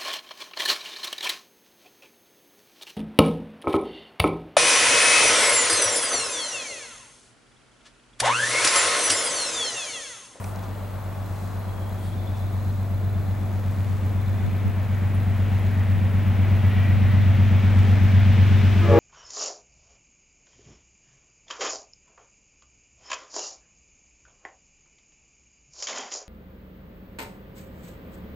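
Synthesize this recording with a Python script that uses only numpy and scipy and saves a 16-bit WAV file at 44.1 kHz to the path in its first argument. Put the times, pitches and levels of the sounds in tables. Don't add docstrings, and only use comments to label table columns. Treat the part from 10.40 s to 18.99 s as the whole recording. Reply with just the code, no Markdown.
import sys
import numpy as np
from scipy import signal
from scipy.fft import rfft, irfft, next_fast_len
from scipy.io import wavfile
from scipy.ndimage import uniform_filter1d

SR = 44100
rng = np.random.default_rng(int(sys.argv[2]) if len(sys.argv) > 2 else 0)


def ratio(d):
    e = np.asarray(d, float) / 20
    return 10 ** e


def wrap_up_sound(samples):
    columns = np.atleast_2d(samples).T
    tamed = np.clip(columns, -1, 1)
    steps = np.round(tamed * 32767).astype(np.int16)
    wavfile.write(sys.argv[1], SR, steps)


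N = 378819
T = np.arange(N) / SR
SIZE = next_fast_len(N + SR // 2)
HZ = np.maximum(np.arange(SIZE // 2 + 1) * SR / SIZE, 1)


def set_level(x, db):
    return x * ratio(db) / np.sqrt(np.mean(x ** 2))


def curve(table):
    s, values = np.transpose(table)
    return np.interp(T, s, values)


def along(table, hz):
    f, values = np.transpose(table)
    return np.interp(np.log(hz), np.log(f), values)


def ring(x, hz, width_hz):
    return signal.lfilter(*signal.iirpeak(hz, hz / width_hz, SR), x)


def steep_ring(x, hz, width_hz):
    return ring(ring(x, hz, width_hz), hz, width_hz)


def burst(x, s, length, db, hz, width_hz):
    out = np.zeros(x.shape)
    part = slice(max(int((s - 3 * length) * SR), 0), int((s + 3 * length) * SR))
    swell = np.exp(-((T[part] - s) / length) ** 2)
    out[..., part] = set_level(steep_ring(x[..., part], hz, width_hz), db) * swell
    return out


def walk(rate, t=T):
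    steps = rng.standard_normal(int((t[-1] - t[0]) * rate) + 3)
    steps = uniform_filter1d(steps, size=2)
    return 1.62 * np.interp((t - t[0]) * rate, np.arange(len(steps)), steps)


def wash(colour, db, flicker_db, move):
    # (frequency [Hz], side share [0-1])
    spread = [(25, 0.7), (60, 0.5), (300, 0.61), (700, 0.49), (1500, 0.34), (3000, 0.19), (5000, 0.65),
              (9000, 0.49), (10500, 0.2), (12000, 0.05)]
    hz, s, noise = signal.stft(rng.standard_normal((2, N)), SR, nperseg=4096)
    hz = np.maximum(hz, 1)
    at = np.minimum(s * SR, N - 1).astype(int)
    shape = ratio(along(colour, hz)) * (hz > colour[0][0]) * (hz < colour[-1][0])
    shape = shape / np.sqrt(np.mean(shape ** 2))
    centres = 2 ** np.arange(4, 14.6, .5)
    window = np.clip(1 - 2 * abs(np.log2(hz[:, None] / centres)), 0, 1)
    swell_db = window @ np.array([flicker_db * walk(6.6, s) + move(f)[at] for f in centres])
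    mid, side = noise * shape[:, None] * ratio(db + swell_db)
    side = side * np.clip(along(spread, hz), 0, 1)[:, None]
    return signal.istft(np.array([mid + side, mid - side]), SR, nperseg=4096)[1][:, :N]


def camcorder(scatter_db=4, late=.5, hum=0.31):
    # (frequency [Hz], width [Hz], level [dB])
    buzz = [(4070, 200, -68), (6740, 830, -70), (10370, 250, -74.5), (12360, 1100, -64)]
    # (frequency [Hz], level [dB])
    whine = [(15734.3, -64), (15747.4, -69), (7882, -79)]
    field = T * 59.94 + late
    spit_size = ratio(scatter_db * rng.uniform(-1.8, 2.1, int(field[-1]) + 1))[field.astype(int)]
    first = np.exp(-((field % 1 - .03) / 0.046) ** 2)
    second = .5 * np.exp(-((field % 1 - .23) / .04) ** 2)
    spit = (spit_size * (first + second) + hum) * rng.standard_normal(N)
    out = sum(set_level(steep_ring(spit, hz, width), db) for hz, width, db in buzz)
    blank = 1 - .35 * (field % 1 > .9)
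    return out + blank * sum(np.sqrt(2) * ratio(db) * np.sin(2 * np.pi * hz * T) for hz, db in whine)


def wind(low_hz=38, top_hz=190):
    # (time [s], length [s], level [dB], centre [Hz])
    puffs = [
        (3.5, 0.065, -32, 55),
        (3.95, .08, -40, 50),
        (4.067, 0.048, -27.5, 80),
        (4.28, 0.026, -23, 100),
        (5.58, .08, -31, 65),
        (6.38, 0.078, -35, 55),
        (6.6, 0.11, -28, 70),
        (6.8, .07, -29, 85),
        (7.65, .08, -36, 50),
        (8.15, .08, -35, 55),
    ]
    band = signal.butter(3, [low_hz, top_hz], "band", fs=SR, output="sos")
    swirl = signal.sosfilt(band, rng.standard_normal((2, N)))
    left, right = sum(burst(swirl, s, length, db, hz, 2.8 * hz) for s, length, db, hz in puffs)
    return np.array([left, 0.54 * right - 1.0 * left])


def countryside():
    # (frequency [Hz], level [dB per Hz])
    field_colour = [(130, -40), (220, -13.5), (300, -7.5), (370, -8), (480, -7.5), (610, -0.5), (800, -3),
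                    (1120, -6.5), (1600, -14), (3000, -23.5), (4300, -26), (5400, -29.5), (10900, -31),
                    (14000, -32.5), (15900, -27)]
    # (time [s], length [s], level [dB], pitch [Hz], chirp rate [per s])
    crickets = [
        (0.603, 1, -65, 3450, 19.2),
        (1.42, 0.2, -58, 3290, 24.3),
        (1.68, .08, -57.5, 3320, 20),
        (1.88, 0.26, -58, 3480, 13.3),
        (2.004, 0.43, -62, 3730, 16),
        (2.8, 0.73, -63, 3530, 18),
        (4.0, 0.41, -60, 3540, 15.7),
        (1.15, .25, -64, 4070, 19),
        (2.2, .3, -65, 4080, 20),
        (4.103, .2, -69, 4040, 19),
    ]
    # (time [s], length [s], level [dB], centre [Hz], width [Hz])
    rustles = [(0.044, 0.003, -45, 5900, 2000), (0.044, 0.0036, -42.5, 2140, 700),
               (0.042, 0.0022, -48, 8600, 1500), (0.06, 0.069, -52, 8900, 6000),
               (.16, 0.0018, -50, 5900, 2500), (.193, 0.0022, -50, 4000, 3000),
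               (.24, .012, -54, 5000, 5000), (1.032, 0.17, -60, 7000, 7000),
               (1.65, 0.069, -56.5, 8500, 6000), (1.66, .04, -57, 4200, 2500),
               (1.978, .015, -57, 5000, 5000), (4.754, .008, -54, 9800, 2000),
               (5.54, .008, -70, 10500, 2000)]
    car_db = 5 * np.exp(-T / 2.4)
    traffic_db, leaves_db = -45.5 + car_db, -43.5 + 0.54 * car_db
    out = wash(field_colour, 0, 0.98, lambda hz: traffic_db if hz < 3000 else leaves_db)
    wing = rng.standard_normal((2, N))
    for s, length, db, hz, rate in crickets:
        strokes = 0.62 + np.cos(np.pi * rate * (T - s)) ** 4
        out = out + burst(wing * strokes, s, length, db, hz, 190)
    grit = rng.standard_normal(N) * ratio(2.6 * rng.exponential(size=N))
    return out + sum(burst(grit, *row) for row in rustles)


def horn(flutter_db=2.5, sag_hz=15, fall_db=-18, echo_db=-9, echo_s=.06, wide=.4):
    # (pitch [Hz], air arrives [s], rise [s], level [dB], second tone over the first [dB])
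    bells = [
        (341, 8.405, 0.05, -22.5, -16),
        (412, 8.40, .17, -25, -4),
        (462, 8.47, 0.062, -21, -18),
        (560, 8.43, .09, -22.5, -14),
        (590, 8.43, 0.051, -28, -13),
        (652, 8.47, 0.098, -30, -15),
    ]
    third_db = -7
    speak = (1.4, 2.3, 0.49)
    count = SR // 4
    t, out = T[-count:], 0
    for hz, start, rise, bell_db, brass_db in bells:
        air = np.clip((t - start) / rise, 0, 1)
        phase = 2 * np.pi * np.cumsum(hz - sag_hz * (t - start) + 5 * walk(39.5, t)) / SR
        for k in range(1, 6):
            kind = min(k, 3) - 1
            db = bell_db + (0, brass_db, brass_db + third_db)[kind]
            db = db + fall_db * np.log2(max(k / 3, 1)) + flutter_db * walk(44.5, t)
            out = out + np.sqrt(2) * air ** speak[kind] * ratio(db) * np.sin(k * phase + 6 * rng.random())
    rasp = steep_ring(rng.standard_normal(count), 1700, 2400)
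    out = out + air * set_level(rasp, -42.5)
    mid, side = rng.standard_normal((2, count)) * np.exp(-T[:count] / echo_s)
    tail = np.array([mid + wide * side, mid - wide * side]) / np.sqrt(np.sum(mid ** 2))
    heard = out + ratio(echo_db) * signal.fftconvolve(out[None], tail, axes=1)[:, :count]
    return np.pad(heard, ((0, 0), (N - count, 0)))


def machinery(near_db):
    # (frequency [Hz], level [dB per Hz])
    rumble_colour = [(22, -19), (35, -10.5), (60, -4.5), (100, -1), (150, -5), (220, -10.5), (290, -11),
                     (380, -15.5), (700, -24.5)]
    # (frequency [Hz], level [dB per Hz])
    roar_colour = [(180, -25), (300, 0), (318, -11), (356, -5.5), (515, -6), (647, -4.5), (1130, -10.5),
                   (1340, -8.5), (2230, -8.5), (3520, -18), (4360, -27.5), (6040, -31.5), (9000, -50),
                   (11700, -80), (19800, -120)]
    # (time [s], length [s], level [dB], pitch [Hz], width [Hz])
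    rails = [
        (6.04, .05, -48, 2200, 400),
        (6.42, 0.2, -44, 1920, 110),
        (6.45, 0.15, -44.5, 2354, 220),
        (6.36, .09, -46, 2700, 900),
        (6.75, 0.099, -46, 1930, 130),
        (6.9, .04, -50, 2350, 150),
        (5.43, .3, -49, 1930, 640),
        (4.15, .15, -53, 2200, 1100),
    ]
    left_s = T[-1] - T
    trees_db = 5.5 * np.clip((4.65 - T) / 2.17, 0, 1)
    bush_db = 1 * (T < 5.8)
    roar_db = -36.5 - 2.0 * left_s - trees_db - bush_db
    top_db = np.maximum(2.5 - 1.5 * left_s, -2.5)

    def reach(hz):
        treble_db = top_db * np.clip(np.log2(hz / 2500), 0, 2)
        return roar_db + treble_db + (roar_db + 43.0) * 0.23 * np.log2(hz / 2000)

    rumble = wash(rumble_colour, -16, 1.55, lambda hz: -20 + 0.63 * (near_db + 20))
    scrub = rng.standard_normal(N)
    return rumble + wash(roar_colour, 3.2, 0.59, reach) + sum(burst(scrub, *row) for row in rails)


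def exhaust(near_db, bark_db, usual_db=-20.5, usual_bark_db=-16.5, scatter_db=.45, jitter_s=.00006):
    # (time [s], firing rate [per s])
    firing = [(0.0, 98.43), (1.5, 96.59), (3.0, 96.87), (4.5, 96.46), (6.0, 96.15), (7.3, 96.27),
              (8.59, 95.9)]
    # (blow [dB], lag [crank degrees])
    cylinders = [(-2.8, -12.1), (-6.4, -23.5), (-2.6, -7.2), (3.9, -19.9), (-1.1, -18.0), (4.5, -12.9),
                 (1.3, -2.0), (5.9, -19.0), (-2.1, -6.5), (-3.4, -10.0), (-2.0, -2.8), (4.8, -22.9)]
    # (frequency [Hz], width [Hz], level [dB])
    stack = [(43.6, 8.0, -5.5), (64.8, 8.0, -21.5), (89.3, 21.5, -1.1), (108.0, 9.6, 6.2),
             (144.8, 8.0, -26.1), (188.5, 21.4, -9.9), (211.6, 8.0, -2.4), (237.4, 8.0, -18.1),
             (281.9, 8.0, -22.9)]
    # (frequency [Hz], dB per dB)
    growth = [(48, 0.56), (96, 1.12), (140, 1.02), (190, 1.0), (220, 1.15), (290, 1.1)]
    count, early = len(cylinders), SR // 4
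    rate = np.r_[np.full(early, firing[0][1]), curve(firing)]
    turn = (np.cumsum(rate) - early * rate[0]) / SR
    nth = np.arange(int(turn[0]) + 1, int(turn[-1]))
    blow_db, lag = np.array(cylinders)[nth % count].T
    late, strong = rng.standard_normal((2, len(nth)))
    at = np.interp(nth + lag * count / 720, turn, np.arange(N + early)) + jitter_s * SR * late
    pulses = np.bincount(at.astype(int), ratio(blow_db + scatter_db * strong), N + early)
    pulses = pulses - pulses.mean()
    steady = [(-1) ** k * ratio(db) * ring(pulses, hz, width)[early:early + N]
              for k, (hz, width, db) in enumerate(stack)]
    out = 0
    for mode, (hz, _, _) in zip(steady, stack):
        gain_db = along(growth, hz) * (near_db - usual_db)
        gain_db = gain_db + (bark_db - usual_bark_db) * (hz > 170)
        out = out + mode * ratio(gain_db + .5 * walk(2.976))
    return out * ratio(usual_db) / np.std(sum(steady))


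def scene():
    # (time [s], level [dB])
    near = [(0, -31.5), (1.24, -29), (2.32, -24.5), (2.44, -25.5), (2.65, -22.5), (3.04, -25), (3.8, -22),
            (4.38, -23.5), (4.86, -20), (5.53, -18.5), (5.72, -19.5), (6.22, -16.5), (6.9, -15.5),
            (7.23, -17), (7.39, -14), (7.61, -16), (7.75, -13.5), (8.59, -16)]
    # (frequency [Hz], lag of the left [radians])
    port_lag = [(50, .12), (90, .42), (340, .42), (1000, .1), (3500, 0), (16000, 0)]
    # (frequency [Hz], left minus right [dB])
    port_db = [(50, .7), (100, 1.2), (340, 1.6), (600, 1.2), (3000, 1.9), (5000, .2), (10000, 0)]
    near_db = curve(near)
    bark_db = -15.0 + uniform_filter1d(near_db, 2 * SR) - near_db
    air = countryside() + horn() + machinery(near_db) + exhaust(near_db, bark_db)
    air = np.pad(air, ((0, 0), (0, SR // 4)), "reflect")
    port = ratio(along(port_db, HZ) / 2) * np.exp(-.5j * along(port_lag, HZ))
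    bass = 1 / np.sqrt(1 + (31 / HZ) ** 8)
    heard = irfft(rfft(air, SIZE) * bass * np.array([port, 1 / port]), SIZE)[:, :N]
    return heard + wind() + camcorder()


def band_limit(x):
    return signal.sosfilt(signal.butter(12, 16310, fs=SR, output="sos"), x)


def record(dry):
    top_cut = signal.ellip(10, .3, 60, 15790, fs=SR, output="sos")
    return band_limit(signal.sosfilt(top_cut, dry))


dry = scene()
out = record(dry)
wrap_up_sound(out)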